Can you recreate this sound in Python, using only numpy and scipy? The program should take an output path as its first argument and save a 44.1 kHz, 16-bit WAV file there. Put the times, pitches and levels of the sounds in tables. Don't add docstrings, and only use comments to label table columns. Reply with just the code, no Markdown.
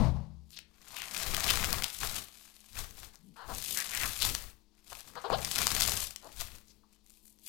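import sys
import numpy as np
from scipy import signal
from scipy.fft import rfft, irfft
from scipy.io import wavfile
from scipy.ndimage import uniform_filter1d

SR = 44100
rng = np.random.default_rng(int(sys.argv[2]) if len(sys.argv) > 2 else 0)


def int16_out(signal):
    q = np.round(np.clip(np.atleast_2d(signal).T, -1, 1) * 32767)
    wavfile.write(sys.argv[1], SR, q.astype(np.int16))


N = 329868
TIME = np.arange(N) / SR
STEPS = TIME[::64]


def from_db(db):
    return 10 ** (np.asarray(db) / 20)


def rms_one(x):
    return x / np.sqrt(np.mean(x ** 2) + 1e-20)


def in_time(rows, t=TIME):
    s, *columns = np.transpose(rows)
    return [np.interp(t, s, c) for c in columns]


def at_hz(points, hz):
    f, value = np.transpose(points)
    return np.interp(np.log(np.maximum(hz, 1)), np.log(f), value)


def cut(x, hz, kind, order=2):
    edges = np.clip(hz, 10, .48 * SR)
    return signal.sosfilt(signal.butter(order, edges, kind, fs=SR, output="sos"), x + 1e-18)


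def colour(x, spectrum, size=8192):
    gain = from_db(at_hz(spectrum, np.fft.rfftfreq(size, 1 / SR)))
    cepstrum = irfft(np.log(gain))
    cepstrum[1:size // 2] *= 2
    cepstrum[size // 2 + 1:] = 0
    response = irfft(np.exp(rfft(cepstrum)))
    return signal.fftconvolve(x, response)[:len(x)]


def noise(spectrum):
    return rms_one(colour(rng.standard_normal(N), spectrum))


def drift(rate):
    knots = rng.standard_normal(8192)
    return np.interp(TIME * rate, np.arange(len(knots)), knots)


def even(x, span_s):
    width = max(int(span_s * SR), 2)
    power = uniform_filter1d(uniform_filter1d(x * x, width), width)
    return x / np.sqrt(np.abs(power) + 1e-14)


def ring(x, hz, width_hz):
    r = np.exp(-np.pi * width_hz / SR)
    zeros = np.array([1, 0, -1]) * (1 - r * r) / 2
    poles = [1, -2 * r * np.cos(2 * np.pi * hz / SR), r * r]
    return signal.lfilter(zeros, poles, x + 1e-18)


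def add(out, s, sound):
    i = int(np.clip(round(s * SR), 0, N - 1))
    out[i:i + len(sound)] += sound[:N - i]


def swell(start, length, rise_db_per_s, fall_db_per_s):
    before, after = np.maximum(start - STEPS, 0), np.maximum(STEPS - start - length, 0)
    return -np.minimum(rise_db_per_s * before + fall_db_per_s * after, 100)


# (frequency [Hz], relative level [dB])
HISS_SPECTRUM = [(20, 9), (55, -2), (110, -7.5), (154, -11), (210, 2), (262, -8), (400, -13.5), (550, -17),
                 (950, -14), (1400, -27.5), (2500, -22.5), (4500, -15.5), (8000, -26), (16000, -32)]
# (frequency [Hz], relative level [dB])
APPLIANCE_HUM = [(48.4, -77), (212, -78), (318, -83), (369, -92), (435, -90.5)]


def room_tone():
    hum = 0
    for hz, db in APPLIANCE_HUM:
        partial = np.sqrt(2) * np.sin(2 * np.pi * hz * TIME + 0.37 * drift(25))
        hum = hum + from_db(db + 1.2 * drift(8.9)) * partial
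    return from_db(-73.0) * noise(HISS_SPECTRUM) + hum


# (frequency [Hz], time to fall 60 dB [s])
REVERBERATION = [(100, 0.2), (500, 0.45), (2000, 0.38), (6000, 0.2), (15000, 0.083)]


def kitchen(x, size=30000):
    t, tail = np.arange(size) / SR, 0
    edges = np.geomspace(60, 18000, 9)
    for low, high in zip(edges, edges[1:]):
        t60 = at_hz(REVERBERATION, np.sqrt(low * high))
        band = cut(rng.standard_normal(size), [low, high], "band")
        tail = tail + band * from_db(-60 * t / t60)
    tail = tail * np.minimum(t / 0.0027, 1)
    return signal.fftconvolve(x, tail / np.linalg.norm(tail))[:N]


def scatter(x, decay_s, size=600):
    t, turn = np.arange(size) / SR, 2 * drift(22)
    echoes = rng.standard_normal((2, size)) * t * np.exp(-t / decay_s)
    one, other = (signal.oaconvolve(x, echo / np.linalg.norm(echo))[:N] for echo in echoes)
    return np.cos(turn) * one + np.sin(turn) * other


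# (frequency [Hz], relative level [dB], time to fall 60 dB [s])
BOARD_MODES = [(29, -26, 0.56), (67.7, -30, 0.94), (71.3, -29.5, 0.89), (123.2, -19.5, 0.2),
               (127.9, -21.5, 0.54), (158.4, -33.5, 0.39), (160.4, -31.5, 0.9), (204.5, -32, 0.66),
               (222.3, -29.5, 0.25), (258, -34, 0.2), (321, -42.5, 0.56), (475, -42.5, 0.33)]
# (frequency [Hz], relative level [dB])
THUD_SPECTRUM = [(40, 1.5), (130, 5), (230, 2), (340, -17), (600, -7.5), (1050, -11), (1400, -24.5),
                 (2600, -29.5), (3500, -30.5), (4500, -28.5), (6000, -36), (15000, -51)]
# (time [s], relative strength [dB])
BOARD_BLOWS = [(0.0, -1), (5.302, -17.5)]


def blows():
    modes = 0
    for k, (hz, db, t60) in enumerate(BOARD_MODES):
        level_db = db - 60 * TIME / t60 + 1.1 * drift(30)
        mode = np.sin(2 * np.pi * hz * TIME + .15 * drift(40))
        modes = modes + (-1) ** k * from_db(level_db) * mode
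    out = np.zeros(N)
    for s, strength_db in BOARD_BLOWS:
        thud = even(noise(THUD_SPECTRUM), 0.03) * from_db(-28.0 - 60 * TIME / 0.55)
        onset = np.minimum(TIME / 0.00051, 1)
        add(out, s, from_db(strength_db) * (modes + thud) * onset)
    return out


# (frequency [Hz], relative level [dB])
AIR_SPECTRUM = [(15, 5), (35, 1), (55, 2.5), (80, -3), (110, -4.5), (170, -27)]
DRAG_SPECTRUM = [(70, -1), (115, 1), (200, 2), (300, -5), (480, -4.5), (800, -25.5)]
# (start [s], length [s], relative level of pushed air [dB],
# relative level of flapping and dragging on the board [dB])
SHEET_BILLOWS = [(1.281, 0.082, -39.5, -47), (1.474, 0.31, -39.5, -45), (2.046, 0.016, -39, -52),
                 (2.122, 0.067, -51, -53), (2.789, 0.028, -42.5, -56.5), (2.888, 0.18, -56.5, -64.5),
                 (3.5, 0.06, -46.5, -51), (3.695, 0.064, -67, -54.5), (4.005, 0.081, -44, -52),
                 (4.239, 0.074, -40.5, -49), (4.374, 0.094, -49, -65.5), (4.919, 0.036, -59, -70),
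                 (5.085, 0.09, -81, -61), (5.32, 0.17, -55, -55), (5.59, 0.067, -47, -46.5),
                 (5.721, .22, -42.5, -47.5), (6.024, 0.017, -48, -57), (6.267, 0.024, -66, -64),
                 (6.401, 0.024, -44, -66), (6.525, 0.029, -54, -61.5), (6.68, 0.13, -72, -74.5)]
BILLOW_RISE_DB_PER_S, BILLOW_FALL_DB_PER_S = 257.5, 171.5
AIR_FOLLOWS_DB, DRAG_FOLLOWS_DB = -19.5, -14.5


def sway(level_db):
    stir_db = np.interp(STEPS, TIME, level_db)
    air, drag = stir_db + AIR_FOLLOWS_DB, stir_db + DRAG_FOLLOWS_DB
    for start, length, air_db, drag_db in SHEET_BILLOWS:
        shape = swell(start, length, BILLOW_RISE_DB_PER_S, BILLOW_FALL_DB_PER_S)
        air, drag = np.maximum(air, air_db + shape), np.maximum(drag, drag_db + shape)
    pushed = np.interp(TIME, STEPS, from_db(air)) * even(noise(AIR_SPECTRUM), 0.032)
    dragged = np.interp(TIME, STEPS, from_db(drag - 1.5)) * even(noise(DRAG_SPECTRUM), 0.1)
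    return pushed + dragged


def slip(hz, rasp_db, size=1000):
    t = np.arange(size) / SR
    cycles = hz * t
    pulse = cut(-np.sin(2 * np.pi * cycles) * cycles ** 2 * np.exp(-cycles / 0.2), 1800, "low", order=8)
    pulse = cut(pulse, hz * hz / 2300, "high", order=4)
    rasp = cut(rng.standard_normal(size) * np.exp(-t / 0.003), [2700, 4800], "band", order=3)
    rasp = rasp + 1.1 * ring(rasp, 4300, 600) + .5 * ring(rasp, 3100, 600)
    return pulse / np.abs(pulse).max() + from_db(rasp_db) * rasp / np.abs(rasp).max()


# (start [s], length [s], relative level [dB],
# hardest press [share of the length], slip rate at start [1/s], at end [1/s],
# ringing pitch at start [Hz], at end [Hz], unevenness [0-1])
FINGER_STROKES = [(3.181, .17, -57.5, 0.56, 160, 215, 145, 168, 0.18),
                  (3.36, .13, -44, 0.44, 500, 400, 1180, 1100, 0.12),
                  (3.486, .055, -35.5, 0.35, 210, 380, 940, 990, .18),
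                  (4.917, .02, -37, .45, 200, 150, 880, 1120, 0.04),
                  (5.154, .042, -37.5, .52, 430, 590, 900, 1130, 0.15),
                  (5.242, .046, -30.5, 0, 390, 510, 880, 640, 0.13),
                  (5.3016, .005, -19, 0, 60, 60, 800, 800, 0),
                  (5.3088, .05, -25, 0.46, 230, 880, 680, 850, 0.04),
                  (6.221, .056, -43.5, 0.7, 170, 330, 780, 730, 0.15)]
SQUEAK_EASE_DB = 15


def squeaks():
    out = np.zeros(N)
    for (start, length, level_db, press, first_per_s, last_per_s,
         first_hz, last_hz, uneven) in FINGER_STROKES:
        part = 0
        for late, strong in rng.standard_normal((90, 2)):
            if part > 1:
                break
            per_s = first_per_s + part * (last_per_s - first_per_s)
            hz = first_hz + part * (last_hz - first_hz)
            ease_db = SQUEAK_EASE_DB * ((part - press) / max(press, 1 - press)) ** 2
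            gain = from_db(level_db - ease_db + 9.0 * uneven * strong)
            add(out, start + part * length - .0004, gain * slip(hz, rasp_db=-22 + per_s / 50))
            part += np.exp(uneven * late) / per_s / length
    return out + 1.0 * ring(out, 478, 35) + 0.54 * ring(out, 760, 30) + .5 * ring(out, 925, 30)


# (start [s], length [s], pitch at start [Hz],
# pitch at end [Hz], relative level [dB])
FILM_PEELS = [(0.522, 0.044, 3930, 4000, -60), (0.562, 0.019, 4470, 4300, -49.5),
              (0.924, 0.035, 960, 1150, -59.5), (0.958, 0.094, 2960, 2480, -48),
              (1.477, 0.037, 2900, 3200, -34.5), (3.754, 0.078, 1911, 1940, -44),
              (3.914, 0.086, 2190, 2100, -44.5), (3.997, 0.071, 2460, 1300, -40),
              (4.2, .06, 4350, 4040, -39), (5.601, 0.038, 2537, 2700, -42.5),
              (6.676, 0.05, 6000, 4980, -66), (6.829, 0.023, 1050, 1015, -72.5)]


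def peels(size=500):
    out, t = np.zeros(N), np.arange(size) / SR
    for start, length, first_hz, last_hz, level_db in FILM_PEELS:
        run = np.zeros(int(length * SR) + size)
        for part in rng.beta(2, 2, int(1200 * length)):
            hz = first_hz * (last_hz / first_hz) ** part * np.exp(0.083 * rng.standard_normal())
            cycles = t * hz
            tick = np.sin(2 * np.pi * cycles) * cycles * np.exp(-cycles / .6)
            add(run, part * length, from_db(1.2 * rng.standard_normal()) * tick)
        add(out, start, from_db(level_db - 1.5) * rms_one(run))
    return out


def crease(hz, shiver_db, shiver_s, size=700):
    t = np.arange(size) / SR
    shiver = rng.standard_normal(size) * np.exp(-t / shiver_s) / (1 + t / 0.0054)
    push = from_db(shiver_db) * shiver / np.linalg.norm(shiver)
    push[0] = -1
    return ring(push, min(hz, 15000), 1.0 * hz) + 0.38 * cut(push, 920, "high", order=1)


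# (time [s], relative peak level [dB], brightness [Hz])
SINGLE_SNAPS = [(0.506, -39, 6500), (0.5898, -26.5, 4200), (0.9674, -22, 3180), (1.0197, -19, 3200),
                (1.1482, -20, 3460), (1.1688, -18, 5000), (1.2015, -21, 2590), (1.2331, -18, 4930),
                (1.4122, -27, 4700), (1.5013, -14.5, 5470), (1.509, -11, 4280), (1.3467, -11, 4200),
                (1.367, -12, 4960), (1.406, -13.5, 4450), (1.443, -11, 4230), (1.472, -16, 4300),
                (1.5049, -5.5, 3900), (1.557, -13.5, 4430), (1.6447, -11, 3200), (1.729, -8.5, 6500),
                (1.8227, -13, 3200), (1.8366, -15, 5800), (1.8422, -9.5, 3970), (2.1635, -18.5, 7400),
                (2.7555, -35, 6000), (2.9092, -32, 8000), (2.981, -34.5, 2500), (3.1566, -35.5, 6300),
                (3.288, -52.5, 11000), (3.6246, -21.5, 9600), (3.7736, -12, 10100), (3.7878, -19, 6200),
                (3.803, -15.5, 6630), (3.95, -15, 10340), (3.9744, -13.5, 4000), (4.0343, -14, 2800),
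                (4.2223, -9.5, 4570), (4.2296, -11.5, 5440), (4.3504, -10.5, 6160), (5.0068, -28, 7320),
                (5.3005, -29, 2310), (5.448, -13, 6650), (5.514, -14, 4480), (5.583, -11.5, 5200),
                (5.588, -11, 4800), (5.63, -14, 3980), (5.6693, -5, 5500), (5.678, -13.5, 5330),
                (5.75, -13.5, 8130), (5.8022, -11, 7330), (5.8326, -13.5, 8100), (5.7175, -12, 6900),
                (5.8082, -7.5, 6460), (5.8206, -7, 5850), (5.8775, -9.5, 6900), (5.8951, -13, 8200),
                (6.108, -25.5, 6700), (6.1612, -21, 6100), (6.4107, -17.5, 7400), (7.064, -44, 10000),
                (7.1044, -39, 10200), (7.2545, -41.5, 11700), (7.279, -41.5, 11700), (7.3883, -47, 7600),
                (7.464, -30.5, 9400)]
SNAPPING_ABOVE_DB = -46
RANDOM_SNAPS_PER_S, RANDOM_SNAP_HZ = 28, 6500
RANDOM_SNAP_DB = 12
SNAP_SHIVER_DB, SNAP_SHIVER_S = -3, .0016


def one_snap(hz, peak_db):
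    snap = crease(hz, SNAP_SHIVER_DB, SNAP_SHIVER_S)
    return from_db(peak_db) * snap / np.abs(snap).max()


def snaps(level_db, count=2):
    chance = rng.random((400, 4))
    share = RANDOM_SNAPS_PER_S * N / SR / len(chance)
    at_random = []
    for when, big, high, happens in chance:
        level = level_db[int(when * N)]
        if happens < share and level > SNAPPING_ABOVE_DB:
            peak_db = level + RANDOM_SNAP_DB + 8 * (big - .5)
            at_random.append((when * N / SR, peak_db, RANDOM_SNAP_HZ * 2 ** (high - .5)))
    out = np.zeros(N)
    for s, peak_db, hz in SINGLE_SNAPS + at_random:
        add(out, s, one_snap(0.72 * hz, peak_db))
        for late, strong, bright in rng.standard_normal((count, 3)):
            small = one_snap(hz * np.exp(0.37 * bright), peak_db - 12.0 + 2 * strong)
            add(out, s + 0.0018 * late, small)
    return out


# (time [s], relative level of the crinkling [dB], brightness [dB])
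HAND_PULLS = [
    [(0.70, -79.5, -5.5), (0.93, -52.5, -2), (1.03, -49.5, -0.5), (1.075, -51, -2), (1.2, -40, -3),
     (1.27, -43.5, -3), (1.4, -42.5, -4.5), (1.5, -36, -3), (1.79, -46, -7.5), (1.94, -49, 6),
     (2.18, -42.5, 0), (2.26, -59, 6)],
    [(3.45, -68, -10), (3.56, -45.5, 4), (3.62, -47, 5.5), (3.69, -41.5, 6.5), (3.78, -43, 13.5),
     (3.87, -46, 0.5), (4.05, -41, 5), (4.17, -46.5, 5), (4.25, -35, 3.5), (4.46, -60, 3.5),
     (4.53, -73.5, -4)],
    [(5.31, -56, -12.5), (5.44, -45.5, 2), (5.51, -43.5, 3), (5.59, -35, -2.5), (5.67, -40, 0.5),
     (5.82, -36, -2), (6.04, -41, 5.5), (6.13, -61, 8)],
]
# (start [s], length [s], relative level [dB], brightness [dB])
SHORT_RUSTLES = [(0.527, 0.024, -65.5, 10), (2.034, 0.008, -40, -6), (2.29, .19, -61, 2),
                 (2.521, 0.25, -64.5, 3), (2.782, 0.019, -44.5, -1.5), (2.853, 0.055, -64, 4.5),
                 (2.988, 0.059, -54.5, 0), (3.14, 0.018, -68, -3), (3.217, .08, -84, 30),
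                 (3.368, 0.034, -67, -1), (4.767, 0.1, -75.5, -3), (4.902, 0.087, -53.5, 2),
                 (5.064, 0.03, -59, 1), (5.155, 0.097, -61, -7.5), (6.226, 0.11, -61.5, -2.5),
                 (6.401, 0.015, -45, 2.5), (6.48, 0.089, -59.5, -1), (6.68, 0.021, -74, 14),
                 (6.922, 0.025, -72.5, 0), (7.085, 0.086, -70.5, 13), (7.241, 0.068, -74, 28),
                 (7.468, 0.025, -54.5, 13)]
RISE_DB_PER_S, FALL_DB_PER_S = 331, 237


def handling():
    moves = [(pull[0][0], pull[-1][0] - pull[0][0], *in_time(pull, STEPS)) for pull in HAND_PULLS]
    power, bright = 0, 0
    for start, length, level_db, bright_db in moves + SHORT_RUSTLES:
        part = from_db(level_db + swell(start, length, RISE_DB_PER_S, FALL_DB_PER_S)) ** 2
        power, bright = power + part, bright + part * bright_db
    level_db = np.interp(TIME, STEPS, 10 * np.log10(power))
    return level_db, np.interp(TIME, STEPS, bright / power)


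# (frequency [Hz], relative level [dB])
SHEET_SPECTRUM = [(240, -23.5), (400, 0), (719, 1), (814, -1), (1180, -1), (1270, -1), (2840, -3.5),
                  (4110, -1), (6050, -4), (6950, -3), (10500, -3), (14600, -3.5), (16000, -30.5)]
WIDE_FOLDS_DB, FINE_CREASES_DB = -6, -2
FINE_PER_BRIGHTNESS = .45


def crinkle(level_db, bright_db, kinds=16):
    wide_db = WIDE_FOLDS_DB - bright_db
    fine_db = FINE_CREASES_DB + FINE_PER_BRIGHTNESS * bright_db
    per_s = 1200 * from_db(.25 * (level_db + 40) + 4.5 * drift(110))
    spread_db = np.interp(level_db, [-60, -40], [4.6, 6])
    buckles = rng.random(N) < per_s / SR
    sizes = from_db(spread_db * np.minimum(rng.exponential(1, N), 3.8)) * buckles
    dealt = rng.integers(0, kinds, N)
    folds = 0
    for k, hz in enumerate(np.geomspace(1000, 14000, kinds)):
        shape = crease(hz, shiver_db=-3, shiver_s=.004) * (hz / 4000) ** -.35
        folds = folds + signal.oaconvolve(sizes * (dealt == k), shape)[:N]
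    hiss = from_db(-5.5) * rng.standard_normal(N)
    sheet = colour(even(folds, .06) + hiss, SHEET_SPECTRUM)
    wide = even(cut(sheet, [560, 2450], "band", order=3), 0.27) * from_db(wide_db + 2.1 * drift(70))
    middle = even(cut(sheet, [2500, 7000], "band", order=3), 0.07)
    fine = even(cut(sheet, 8500, "high", order=3), 0.11) * from_db(fine_db + 0.61 * drift(90))
    return from_db(level_db - 2.0) * (wide + middle + fine)


def scene():
    level_db, bright_db = handling()
    fingers, board, still = squeaks(), blows(), room_tone()
    air = sway(level_db - bright_db)
    film = crinkle(level_db, bright_db) + peels() + snaps(level_db)
    sent = from_db(-10.5) * film + from_db(-12.0) * fingers
    left = film + fingers + air + board + still + kitchen(sent)
    right = from_db(-21.5) * (cut(film, 14000, "low", order=1) + fingers)
    right = right + from_db(-26.0) * air + from_db(-23.0) * board + from_db(-20.0) * still
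    right = right + from_db(-24) * scatter(cut(film, 3500, "high", order=1), decay_s=.0008)
    right = right + from_db(-23.5) * kitchen(sent + from_db(-20.5) * (air + board))
    return from_db(6.0) * np.array([left, right])


def record(dry):
    return signal.sosfilt(signal.ellip(12, .1, 80, 16200, fs=SR, output="sos"), dry)


dry = scene()
out = record(dry)
int16_out(out)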